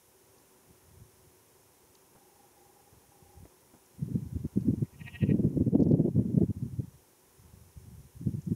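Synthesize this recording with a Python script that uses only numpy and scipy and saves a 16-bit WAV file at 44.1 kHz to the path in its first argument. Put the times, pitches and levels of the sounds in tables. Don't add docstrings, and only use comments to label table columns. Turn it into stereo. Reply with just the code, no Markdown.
import sys
import numpy as np
from scipy import signal
from scipy.fft import rfft, irfft, next_fast_len
from scipy.io import wavfile
from scipy.ndimage import uniform_filter1d, map_coordinates

SR = 44100
rng = np.random.default_rng(int(sys.argv[2]) if len(sys.argv) > 2 else 0)


def generate_wav(sig):
    pcm = np.round(np.clip(np.atleast_2d(sig).T, -1, 1) * 32767).astype(np.int16)
    wavfile.write(sys.argv[1], SR, pcm)


N = 377055

# frequency_hz, density_db
HISS_COLOUR = [(25, -3), (100, -6.5), (1500, -2), (3000, -3), (4800, -5), (5250, 1), (6800, 1.5),
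               (7600, -2), (8500, 0.5), (9900, 3.5), (11500, 0.5), (14500, -0.5), (15700, -4)]
# frequency_hz, density_db
WHIRR_COLOUR = [(25, -21), (50, -21), (85, -4.5), (290, -0.5), (372, -3), (420, -1.5), (490, 0), (660, -8),
                (800, -5), (970, -3), (1200, -12.5), (2400, -18), (4000, -28.5)]
# time_s, gain_db
WHIRR_RIDE = [(0, -0.5), (.4, 3.5), (.8, 2.5), (2, 2), (3.6, 2.5), (5, 4), (7, 2), (8.55, -1)]
# start_s, level_db, t60_s
CASE_KNOCKS = [(0.374, -63, 0.092), (2.151, -50.5, 0.1), (2.93, -56, 0.071), (3.453, -47, 0.045),
               (3.736, -54.5, 0.14)]
# frequency_hz, density_db
CASE_COLOUR = [(40, -5), (120, 6.5), (300, 7.5), (700, -2), (1300, -9), (3000, -25), (8000, -50)]
# start_s, relative_db, start_hz, end_hz
BIRD_TICKS = [(0.38, -58, 5700, 5000), (1.949, -48.5, 7940, 1960), (3.858, -57, 7100, 5700),
              (4.606, -57, 6000, 3800), (5.801, -50.5, 7144, 4280), (5.827, -51.5, 6930, 3760),
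              (5.833, -48.5, 6600, 3900), (5.885, -53.5, 6690, 4000), (5.916, -50, 6170, 3800),
              (8.416, -55.5, 6540, 5882), (8.451, -58, 6600, 6340)]
# start_s, hold_s, strength_db
WIND_GUSTS = [(0.685, 0.015, -54), (0.859, 0.18, -51), (1.19, 0.093, -59), (2.931, 0.03, -54),
              (3.226, 0.053, -55), (3.363, 0.096, -50.5), (4.013, 0.18, -29), (4.199, 0.24, -36),
              (4.57, 0.17, -25.5), (4.769, 0.062, -33), (4.96, 0.24, -41), (5.23, 0.54, -21),
              (5.74, 0.34, -15), (6.15, 0.29, -21.5), (6.561, 0.27, -33), (6.858, 0.12, -49),
              (7.398, 0.27, -50), (7.77, 0.28, -44.5), (8.157, 0.054, -43.5), (8.218, 0.16, -30.5),
              (8.466, 0.067, -31)]
# peak_s, relative_db
WIND_THUMPS = [(1.022, -46), (3.382, -47), (3.432, -48), (4.156, -21.5), (4.363, -28), (4.453, -26.5),
               (4.573, -21), (4.686, -18), (4.828, -23), (5.237, -16), (5.296, -18), (5.341, -19),
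               (5.45, -20), (5.574, -18), (5.679, -18), (5.754, -12), (5.809, -15), (5.866, -13),
               (5.914, -13), (6.004, -13), (6.054, -17.5), (6.19, -13), (6.38, -15.5), (6.434, -15.5),
               (6.501, -20.5), (6.799, -25), (8.272, -24), (8.519, -21.5)]
# frequency_hz, density_db
EDDY_COLOUR = [(20, -19.5), (70, -6.5), (140, 3.5), (250, -1), (380, -10.5), (550, -23.5), (800, -42.5),
               (1100, -55), (2400, -62), (5000, -86.5)]
# frequency_hz, gain_db
PORT_HOLLOW = [(60, 1.5), (100, 0.5), (170, 1), (250, 0), (400, -0.5), (600, 4.5), (760, 2), (930, 3),
               (1200, 0)]
# frequency_hz, lag_rad
RIGHT_PORT_LAG = [(20, 5), (85, .5), (130, 0.54), (215, 1.02), (300, 1.47), (400, 1.5), (560, 2.5),
                  (1500, 4.5)]
# frequency_hz, gain_db
RIGHT_PORT_GAIN = [(60, -4), (150, 0.5), (250, 4), (350, 9), (520, 6), (1000, 10), (1400, -1.5)]
# peak_s, relative_db, swell_s, fade_s, open_hz
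CALL_SYLLABLES = [(4.855, -59, 0.04, 0.028, 2200), (4.945, -58, 0.046, 0.025, 2300),
                  (5.014, -39, 0.026, 0.011, 2400), (5.081, -33.5, 0.044, 0.021, 2390),
                  (5.158, -33.5, 0.047, 0.015, 2614), (5.232, -31.5, 0.045, 0.016, 2560),
                  (5.31, -35.5, 0.057, 0.018, 2390)]
# centre_hz, width_hz, gain_db
THROAT_MODES = [(720, 200, -18), (950, 150, -20), (1170, 150, -26), (1654, 50, -14), (1897, 55, 4.5),
                (2110, 50, -15), (2360, 70, -8)]
# ratio_to_upper_resonance, width_hz, gain_db
BEAK_MODES = [(1, 168, 4.5), (1.075, 172.6, 2), (1.19, 220, -4.5)]
# frequency_hz, gain_db
CARRY_EQ = [(300, -11), (700, 7.5), (3050, -1.5), (3400, 4), (4100, 0.5), (4800, -17), (9000, -47)]

EDDY_HZ, SLOWEST_EDDY_HZ = 200, 84.63
SIDE = np.array([[1], [-1]])


def amp(db):
    return 10 ** (np.asarray(db) / 20)


def unit(x):
    return x / np.sqrt(np.mean(x ** 2) + 1e-20)


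def along(points, hz):
    frequencies, values = np.transpose(points)
    return np.interp(np.log(hz + 1), np.log(frequencies + 1), values)


def clock():
    return np.arange(N) / SR


def wobble(rate):
    return map_coordinates(rng.standard_normal(int(N * rate / SR) + 4), [clock() * rate])


def filtered(x, response):
    size = next_fast_len(N + SR // 2)
    return irfft(rfft(x, size) * response(np.fft.rfftfreq(size, 1 / SR)), size)[..., :N]


def noise(colour):
    return unit(filtered(rng.standard_normal(N), lambda hz: amp(along(colour, hz))))


def resonances(modes, hz):
    return sum(amp(db) * 1j * hz * width / (centre ** 2 - hz ** 2 + 1j * hz * width)
               for centre, width, db in modes)


def smooth(x, seconds):
    size = max(int(seconds * SR), 1)
    return np.abs(uniform_filter1d(uniform_filter1d(x, size), size))


def swells(rows, half_length_s):
    t, envelope = clock(), np.zeros(N)
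    for peak_s, db in rows:
        near = slice(*np.searchsorted(t, [peak_s - .1, peak_s + .1]))
        bell = 2 ** (-2 * ((t[near] - peak_s) / half_length_s) ** 2)
        envelope[near] = np.maximum(envelope[near], amp(db) * bell)
    return envelope


def camera_bed(hiss_db=-65, hiss_side_db=-10.5, side_db=-61, mid_db=-69, hum_db=-73, hum_hz=372):
    hiss = noise(HISS_COLOUR) + amp(hiss_side_db) * noise(HISS_COLOUR) * SIDE
    hum = unit(filtered(rng.standard_normal(N), lambda hz: resonances([(hum_hz, 40, 0)], hz) ** 2))
    whirr = amp(side_db) * noise(WHIRR_COLOUR) * SIDE + amp(mid_db) * noise(WHIRR_COLOUR)
    ride_db = np.interp(clock(), *np.transpose(WHIRR_RIDE)) + .37 * wobble(.77)
    return amp(hiss_db) * hiss + (whirr + amp(hum_db) * hum) * amp(ride_db)


def lens_motor(on_s=2.14, off_s=3.44, ramp_s=.041, level_db=-69.5, whine_hz=808, step_hz=25.5):
    t = clock()
    steps = np.sin(np.pi * step_hz * t + .5 * wobble(9.6)) ** 2 * amp(1.7 * wobble(12))
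    busy = np.clip((wobble(23) + .74) / .54, 0, 1)
    whine = np.sin(2 * np.pi * whine_hz * t + .93 * wobble(29))
    running = np.clip(np.minimum(t - on_s, off_s - t) / ramp_s, 0, 1)
    return amp(level_db) * running * unit(busy * steps * whine)


def case_knocks(attack_s=.0016):
    t = clock()
    blows = sum(amp(db - 60 * np.abs(t - start_s) / t60_s) * np.clip((t - start_s) / attack_s, 0, 1)
                for start_s, db, t60_s in CASE_KNOCKS)
    return blows * (noise(CASE_COLOUR) + .5 * noise(CASE_COLOUR) * SIDE)


def small_birds(trim_db=-5, tick_s=.009):
    whistles = np.zeros(N + SR)
    length = int(tick_s * SR)
    arch = np.sin(np.linspace(0, np.pi, length))
    for start_s, db, start_hz, end_hz in BIRD_TICKS:
        phase = 2 * np.pi * np.cumsum(np.linspace(start_hz, end_hz, length)) / SR
        whistles[round(start_s * SR):][:length] += amp(db + trim_db) * arch * np.sin(phase)
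    return whistles[:N] * (.4 + wobble(3000))


def gusts(breeze_db=-69, rise_s=.03, fall_s=.039):
    t, strength = clock(), np.zeros(N)
    for start_s, hold_s, db in WIND_GUSTS:
        outside = np.maximum(start_s - t, 0) / rise_s + np.maximum(t - start_s - hold_s, 0) / fall_s
        strength = np.maximum(strength, amp(db - 20 * outside))
    return amp(breeze_db) + strength


def shedding(spacing_s=.046, spacing_scatter=.3, scatter_db=2, between_db=-10.5):
    gap, size = rng.standard_normal((240, 2)).T
    times = np.cumsum(spacing_s * np.exp(spacing_scatter * gap))
    return np.maximum(amp(between_db), swells(zip(times, scatter_db * size), half_length_s=.016))


def turbulence(speed, low_cut_hz=88):
    def low_cut(hz):
        s = 1j * hz / low_cut_hz
        return s ** 2 / (1 + np.sqrt(2) * s + s ** 2)
    swept = map_coordinates(noise(EDDY_COLOUR), [np.cumsum(speed)], mode="wrap")
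    return filtered(swept, low_cut)


def ports(pressure):
    def response(hz):
        right = np.sqrt(amp(along(RIGHT_PORT_GAIN, hz))) * np.exp(-.5j * along(RIGHT_PORT_LAG, hz))
        return amp(along(PORT_HOLLOW, hz)) * np.array([1 / right, right])
    return filtered(pressure, response)


def wind(flow_db=-1.2, lumps_db=1.52, thump_db=-.44, thump_push=.6, side_db=-18,
         inertia_s=.03, centre_db=-22, db_per_octave=24):
    strength = gusts()
    flow = strength * shedding() * amp(flow_db + lumps_db * wobble(45))
    level = np.maximum(flow, amp(thump_db) * swells(WIND_THUMPS, half_length_s=.013))
    surge = np.exp(.08 * wobble(90))
    push = np.maximum(strength, thump_push * level)
    push_db = 10 * np.log10(smooth(push ** 2, inertia_s) + 1e-12)
    octaves = (push_db - centre_db) / db_per_octave
    speed = surge * np.maximum(2 ** octaves, SLOWEST_EDDY_HZ / EDDY_HZ)
    pressure = turbulence(speed)
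    pressure /= np.sqrt(smooth(pressure ** 2, .023) + 1e-9)
    spread = amp(side_db) * unit(turbulence(speed))
    return ports(level * surge * pressure) + level * spread * SIDE


def beak_ring(upper_hz):
    t = np.arange(SR // 30) / SR
    ring = np.zeros(len(t))
    for k, (ratio, width_hz, db) in enumerate(BEAK_MODES):
        decay = 2 * np.pi * width_hz / SR * np.exp(-np.pi * width_hz * t)
        ring += (-1) ** (k + 1) * amp(db) * decay * np.cos(2 * np.pi * ratio * upper_hz * t)
    return ring


def hillside(call, t60_s=.22, wet_db=-14):
    t = np.arange(SR // 2) / SR
    tail = rng.standard_normal((2, len(t))) * amp(-60 * t / t60_s)
    tail /= np.linalg.norm(tail[0])
    return amp(wet_db) * signal.fftconvolve(call[None], tail, axes=1)[:, :N]


def grouse(pulse_hz=236, drive_db=27, range_db=25, scatter_db=1, jitter_s=.00008, shut_hz=2850):
    pulses, beak = np.zeros(N), np.zeros(N)
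    offsets_s = np.arange(-11, 7) / pulse_hz
    for peak_s, db, swell_s, fade_s, open_hz in CALL_SYLLABLES:
        away = np.where(offsets_s < 0, -offsets_s / swell_s, offsets_s / fade_s)
        sizes = amp(db + drive_db - range_db * away + scatter_db * rng.standard_normal(len(away)))
        times = peak_s + offsets_s + jitter_s * rng.standard_normal(len(away))
        onsets = np.round(times * SR).astype(int)
        for onset, size, shut in zip(onsets, sizes, np.minimum(away, 1) ** 2):
            pulses[onset] += size * (1 - shut) ** 2
            ring = beak_ring(open_hz + (shut_hz - open_hz) * shut)
            beak[onset:onset + len(ring)] += size * (1 + shut) * ring
    beak = filtered(beak, lambda hz: 1 / (1 + (hz / 3300) ** 16))
    hardest = pulses ** 3 / pulses.max() ** 2
    rasp = filtered(hardest, lambda hz: resonances([(3720, 540, -22)], hz))
    throat = filtered(pulses, lambda hz: resonances(THROAT_MODES, hz))
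    return filtered(beak + rasp + throat, lambda hz: amp(along(CARRY_EQ, hz)))


def scene():
    call = grouse()
    moor = call * amp([[3], [-3.5]]) + hillside(call) + small_birds()
    return moor + wind() + lens_motor() + case_knocks() + camera_bed()


def record(dry, threshold_db=-27, depth=.5, sense_s=.18, release_s=.4, top_hz=15730):
    loud_db = 10 * np.log10(smooth(np.mean(dry ** 2, axis=0), sense_s) + 1e-12)
    over_db = np.maximum(loud_db - threshold_db, 0)
    release = np.exp(-clock() / release_s)
    held_db = np.maximum.accumulate(over_db / release) * release
    return filtered(dry * amp(-depth * held_db), lambda hz: hz < top_hz)


dry = scene()
out = record(dry)
generate_wav(out)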